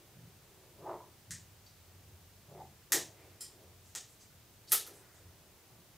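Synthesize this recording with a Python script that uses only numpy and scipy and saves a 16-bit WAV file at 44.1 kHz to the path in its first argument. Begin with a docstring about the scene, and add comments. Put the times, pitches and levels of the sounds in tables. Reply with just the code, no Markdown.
"""Fingernails, close to the microphone, pick at a stiff sticker's edge in a quiet, hard-walled workshop.
Cracks ring the sheet, slip clicks squeak past a nail, and clumps of paper grains rustle.
A shoe scuffs dully: rough grains ring the floor. Close sounds get early echoes and a tail dying by band.
Under them lie shaped noises: a low rumble with bumps, microphone hiss, and dull low-mid swells,
mostly soft, with one sudden dull burst along with a snap."""
import sys
import numpy as np
from scipy import signal
from scipy.fft import rfft, irfft
from scipy.io import wavfile

SR = 44100
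rng = np.random.default_rng(int(sys.argv[2]) if len(sys.argv) > 2 else 0)


def undo_db(level):
    """Turn decibels back into plain size, where 20 dB means ten times bigger."""
    steps = np.asarray(level, float) / 20
    return 10 ** steps


def store_wav(level_fs):
    """Save 16-bit WAV to argv[1]."""
    pcm = np.round(np.clip(np.atleast_2d(level_fs), -1, 1) * 32767)
    wavfile.write(sys.argv[1], SR, pcm.T.astype(np.int16))


N = 263265   # samples, just under 6 s

# noise spectra of the background: pitch_hz, density_db (relative, per Hz)
DEEP_RUMBLE = [(40, -31), (65, -19), (85, -1), (100, -5), (130, -25), (300, -79)]
UPPER_RUMBLE = [(70, -79), (105, 3), (125, 1.5), (165, -1), (200, -7), (260, -14), (500, -54)]
DULL_SPECTRUM = [(200, -43), (290, 0), (370, 4), (470, -1.5), (650, -4), (1000, -10), (1800, -24.5)]
HISS_SPECTRUM = [(15, -21), (40, 9), (250, 2), (700, -1), (1500, -4), (3000, -5), (7000, -7), (11000, -10),
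                 (14000, -7.5), (15700, -5.5), (16000, -30), (17000, -60)]
# hiss that differs between channels: pitch_hz, side_db (against the shared part)
HISS_SIDE = [(60, -9), (110, -3), (200, -9), (380, -8), (700, -8), (1290, -7), (2380, -6.5), (4400, -3.5),
             (8120, -2), (15000, -1)]
# low bumps in the rumble: peak_s, deep_db, upper_db, rise_s, fall_s (time for 20 dB)
BUMPS = [(0.24, -68, -54.5, .2, .15), (0.37, -69, -78, 0.16, .2), (0.8, -73, -59.5, 0.21, 0.43),
         (1.31, -52.5, -49, 0.031, 0.14), (1.418, -61.5, -70, 0.27, 0.46), (2.14, -58, -67.5, 0.69, 0.28),
         (2.56, -62, -56.5, 0.18, 0.32), (2.95, -74, -55, 0.038, 0.3), (3.3, -62.5, -73, .4, 0.37),
         (3.78, -63.5, -72, 0.28, .4), (4.36, -67, -68.5, 0.19, 0.27), (5.26, -56, -74, 0.18, 0.15),
         (5.8, -81, -65.5, 0.27, 0.27)]
# dull low-mid swells, one of them a sudden burst: peak_s, level_db, rise_s, fall_s (time for 20 dB)
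DULL_SWELLS = [(0.01, -67.5, 0.11, 1), (0.66, -65, 0.48, 0.66), (2.1, -69, 0.46, 0.57),
               (2.949, -38, 0.029, 0.12), (3.25, -61.5, 0.35, 0.3), (3.64, -62.5, 0.42, 0.22),
               (4.9, -60.5, 0.35, .3), (5.3, -68.5, 0.8, 0.59), (5.75, -69, 0.72, 0.48)]
# steady levels under the bumps and the dull swells, and of the hiss
DEEP_DB, UPPER_DB, DULL_DB, HISS_DB = -71.5, -70.5, -76, -62.5

# shoe scuffs: full_pressure_s, hold_s, level_db (dull part), bright_db (above level_db)
SCUFFS = [(0.854, 0.071, -50, 1.5), (2.548, 0.028, -56, -28)]
# swells of the floor's hollow ring: peak_s, level_db
HOLLOW_KNOCKS = [(0.863, -47), (2.6, -52.5)]
# floor resonances in three lists, dull, bright and hollow: pitch_hz, width_hz, level_db (relative)
FLOOR = [(336, 35, 0), (411, 64, 0), (580, 254, 5)], [(946, 140, 7), (1130, 316, 0.5)], [(787, 97, 0)]
# scuff and knock swells: time for 20 dB
SCUFF_RISE_S, SCUFF_FALL_S = 0.071, 0.12
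BRIGHT_LAG_S, BRIGHT_FALL_S = 0.042, 0.12   # the bright part peaks later, without a hold
KNOCK_RISE_S, KNOCK_FALL_S = 0.02, 0.058
SCUFF_ROOM_DB = -8   # how much of the scuffs is sent to the room

# moments of the nail snaps: start_s
SNAP_TIMES = [1.3081, 2.9208, 2.9219, 3.951, 4.715, 4.7195, 4.7219, 4.7241, 4.866]
# strength of the same snaps: level_db, then body_db, ring_db, edge_db above it, weighted by SHEET_ANSWER
SNAPS = [(-27.5, -48, -13, -33), (-20, -20, -8.5, 14.5), (-13, -36, -14.5, -26), (-26.5, -21, -17.5, -6.5),
         (-34, -29, -7, 7), (-23, -24.5, -15, 21.5), (-21, -18, -25, 20.5), (-26.5, -15.5, -10.5, 9),
         (-43, -14.5, -12, 15)]
# resonances of the stiff sheet: pitch_hz, width_hz
SHEET = [(430, 314), (750, 400), (1300, 207), (1800, 365), (3700, 3860), (6500, 3400), (11500, 8400)]
# answer of each sheet resonance: level_db, then body_share, ring_share, edge_share (plain factors)
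SHEET_ANSWER = [(-0.5, 0.99, 0.3, 0.17), (-1.5, 0.84, 0, 0), (0.5, 0.98, 0.077, 0.23),
                (0.5, 0.041, 0.95, 0.039), (0.5, 0.0055, 0, 0.19), (4, 0.028, 0, 0.0032),
                (4.5, 0.066, 0.048, 0.9)]
# faint rustles: centre_s, length_s, level_db (relative), pitch_hz
RUSTLES = [(1.666, 0.0099, -67, 4440), (3.188, 0.044, -74.5, 1900), (3.3, 0.1, -81, 1890),
           (3.87, 0.058, -73.5, 6800), (4.105, 0.038, -71.5, 8040), (4.214, 0.023, -67, 6340),
           (4.684, 0.017, -62, 4850), (4.697, 0.0097, -55.5, 9100), (4.95, 0.067, -71, 8500),
           (5.06, 0.31, -79, 1490), (5.15, 0.041, -74.5, 6950)]
# nail dragging on the waxed backing: pitch_hz, width_hz, level_db (relative)
SQUEAK = [(1900, 200, -12.5), (2640, 210, -21), (4200, 830, -24), (5140, 550, -2), (5660, 940, -1),
          (7320, 270, 5.5), (8500, 430, 6.5), (9800, 890, 0), (12400, 1500, -28)]
# drag pressure: time_s, level_db
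DRAG = [(3.398, -75), (3.404, -65), (3.409, -41), (3.418, -55.5), (3.434, -63), (3.445, -76)]

# early echoes off the walls: delay_ms, level_db (against the direct sound)
ECHOES = [(3.3, -7.0), (7.0, -8), (10.3, -9)]
# decay of the tail, before its late fade: pitch_hz, t60_s
TAIL_T60 = [(300, 0.43), (1000, 0.19), (3000, 0.33), (7000, 0.3), (11000, 0.21), (16000, 0.14)]
TAIL_DB = 6            # energy of the tail against the direct sound
TAIL_BUILD_S = 0.004   # time constant of the onset
TAIL_KNEE_S = 0.27     # past this the tail sinks away faster
TAIL_LUMPS_DB, TAIL_LUMP_S = 1.5, 0.0015   # reflections arrive in clumps
WIDTH_DB = -52         # part of the tail that differs between channels
# sign of the side signal in the left and right channels: sign (no unit)
LEFT_RIGHT = np.array([[1], [-1]])


def rms_one(x):
    """Scale to rms 1."""
    return x / np.sqrt(np.mean(x ** 2) + 1e-20)


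def at_hz(points, hz):
    """Read a table on a log-frequency axis."""
    table_hz, values = np.array(points).T
    return np.interp(np.log(hz), np.log(table_hz), values)


def swell(peak_s, level_db, rise_s, fall_s, hold_s=0):
    """Gain that climbs 20 dB in rise_s, holds, and drops 20 dB in fall_s."""
    t = np.arange(N) / SR - peak_s
    below_before = 20 * np.maximum(-t / max(rise_s, 0.002), 0)
    below_after = 20 * np.maximum((t - hold_s) / max(fall_s, 0.002), 0)
    return undo_db(level_db - below_before - below_after)


def in_power(steady_db, gains):
    """Unrelated sounds add in power."""
    return np.sqrt(undo_db(steady_db) ** 2 + sum(g ** 2 for g in gains))


def coloured(spectrum, side_db):
    """Steady noise of a given spectrum with a part that differs between channels; rms 1."""
    hz = np.maximum(np.fft.rfftfreq(N, 1 / SR), 1)
    mid, side = rfft(rng.standard_normal((2, N))) * undo_db(at_hz(spectrum, hz))
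    side = side * undo_db(at_hz(side_db, hz))
    return rms_one(irfft(mid + side * LEFT_RIGHT, N))


def resonance(x, hz, width):
    """Two-pole resonance with gain 1 on top; a narrower width in Hz rings longer."""
    r = np.exp(-np.pi * width / SR)
    zeros = [(1 - r * r) / 2, 0, (r * r - 1) / 2]
    poles = [1, -2 * r * np.cos(2 * np.pi * hz / SR), r * r]
    return signal.lfilter(zeros, poles, x)


def grains(per_s, spread_db):
    """Random clicks of uneven size; rms 1."""
    sizes = undo_db(spread_db * np.minimum(rng.exponential(1, N), 5)) * rng.choice([-1, 1], N)
    return rms_one(sizes * (rng.random(N) < per_s / SR))


def rumble():
    """Two bands of low noise, each rising over its steady level in bumps."""
    deep = in_power(DEEP_DB, [swell(s, db, rise, fall) for s, db, _, rise, fall in BUMPS])
    upper = in_power(UPPER_DB, [swell(s, db, rise, fall) for s, _, db, rise, fall in BUMPS])
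    return deep * coloured(DEEP_RUMBLE, [(100, -24)]) + upper * coloured(UPPER_RUMBLE, [(100, -29)])


def dull_swells():
    """Low-mid noise over a faint steady level: mostly soft swells, one sudden dull burst along with a snap."""
    gain = in_power(DULL_DB, [swell(*row) for row in DULL_SWELLS])
    return gain * coloured(DULL_SPECTRUM, [(100, -37)])


def microphone_hiss():
    """Steady coloured noise, partly different in the two channels."""
    return undo_db(HISS_DB) * coloured(HISS_SPECTRUM, HISS_SIDE)


def scuffs():
    """Rough friction grains ring the floor: dull under the stroke, bright at its height, hollow knocks."""
    dull = sum(swell(s, db, SCUFF_RISE_S, SCUFF_FALL_S, hold) for s, hold, db, _ in SCUFFS)
    bright = sum(swell(s + BRIGHT_LAG_S, db + over, SCUFF_RISE_S, BRIGHT_FALL_S)
                 for s, _, db, over in SCUFFS)
    hollow = sum(swell(s, db, KNOCK_RISE_S, KNOCK_FALL_S) for s, db in HOLLOW_KNOCKS)
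    out = np.zeros(N)
    for modes, pressure in zip(FLOOR, (dull, bright, hollow)):
        rough = grains(900, 3.8)
        tone = np.zeros(N)
        for n, (hz, width, db) in enumerate(modes):
            ring = resonance(resonance(rough, hz, width), hz, 2 * width)
            tone += ring * undo_db(db) / np.sqrt(width) * (-1) ** n   # neighbours in opposite sign
        out += rms_one(tone) * pressure
    return out


def snaps():
    """Each sharp crack rings the sheet's resonances; successive cracks alternate between two spots."""
    rows = np.array(SNAPS)
    at = (np.array(SNAP_TIMES) * SR).astype(int)
    spot = np.arange(len(at)) % 2
    out = np.zeros((2, N))
    for (hz, width), (answer_db, *shares) in zip(SHEET, SHEET_ANSWER):
        strength_db = answer_db + rows[:, 0] + rows[:, 1:] @ shares
        clicks = np.full((2, N), 1e-18)
        clicks[spot, at] = undo_db(strength_db) * SR / (np.pi * width)   # makes up for the width
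        out += resonance(resonance(clicks, hz, width), hz, 2 * width)
    return out


def rustles():
    """Small clumps of paper grains, each with a broad colour."""
    t = np.arange(N) / SR
    out = np.zeros(N)
    crackle = grains(1500, 3)
    for s, length, db, hz in RUSTLES:
        clump = crackle * np.exp(-0.5 * ((t - s) / (length / 2)) ** 2) + 1e-18
        width = 0.7 * hz
        colour = resonance(resonance(clump, hz, width), hz, width)
        out += undo_db(db) * colour * np.sqrt(SR / hz)
    return out


def drag():
    """A nail sticks and slips: dense clicks into resonances, under the drag pressure."""
    slips = grains(3000, 3.5)
    tone = sum(resonance(slips, hz, width) * undo_db(db) / np.sqrt(width) for hz, width, db in SQUEAK)
    time_s, level_db = np.array(DRAG).T
    pressure_db = np.interp(np.arange(N) / SR, time_s, level_db, -200, -200)
    return rms_one(tone) * undo_db(pressure_db)


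def workshop(x):
    """Direct sound, early echoes and a diffuse tail whose bands die at their own pace."""
    t = np.arange(int(0.4 * SR)) / SR
    tail = np.zeros((2, len(t)))
    edges = 100 * 2 ** np.arange(0, 7.6, 0.5)   # half-octave bands, Hz
    white = rng.standard_normal((2, 2, len(t)))
    for k, (low, high) in enumerate(zip(edges, edges[1:])):
        band_filter = signal.butter(2, [low, high], "band", fs=SR, output="sos")
        band = signal.sosfilt(band_filter, white[k % 2])   # neighbouring bands use unrelated noise
        tail += band * undo_db(-60 * t / at_hz(TAIL_T60, np.sqrt(low * high)))
    tail *= 1 - np.exp(-t / TAIL_BUILD_S)   # reflections build up
    knots = np.arange(0, 0.41, TAIL_LUMP_S)
    lumps_db = TAIL_LUMPS_DB * np.interp(t, knots, rng.standard_normal(len(knots)))
    tail *= undo_db(lumps_db) * np.exp(-(t / TAIL_KNEE_S) ** 4)
    mid, side = tail * undo_db(TAIL_DB) / np.sqrt(np.sum(tail[0] ** 2))
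    mid[0] += 1   # direct sound
    for ms, db in ECHOES:
        mid[int(ms * SR / 1000)] += undo_db(db)
    response = mid + undo_db(WIDTH_DB) * side * LEFT_RIGHT
    return signal.fftconvolve(x[None], response)[:, :N]


def scene():
    """Close sounds through the room, over the background; the scuffs are also heard direct."""
    background = rumble() + dull_swells() + microphone_hiss()
    rubbing = scuffs()
    one_spot, other_spot = snaps()
    close = one_spot + rustles() + drag() + undo_db(SCUFF_ROOM_DB) * rubbing
    room = workshop(close) + workshop(other_spot)   # another spot excites another tail
    return room + rubbing + background


def top_cut(x):
    """Nothing passes above the cut-off."""
    return signal.sosfilt(signal.butter(12, 16790, fs=SR, output="sos"), x)


def record(dry):
    """A steep low-pass takes off the top: 70 dB down from 16.8 kHz."""
    low_pass = signal.cheby2(12, 70, 16800, fs=SR, output="sos")
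    mix = signal.sosfilt(low_pass, dry)
    return top_cut(mix)


dry = scene()
out = record(dry)
store_wav(out)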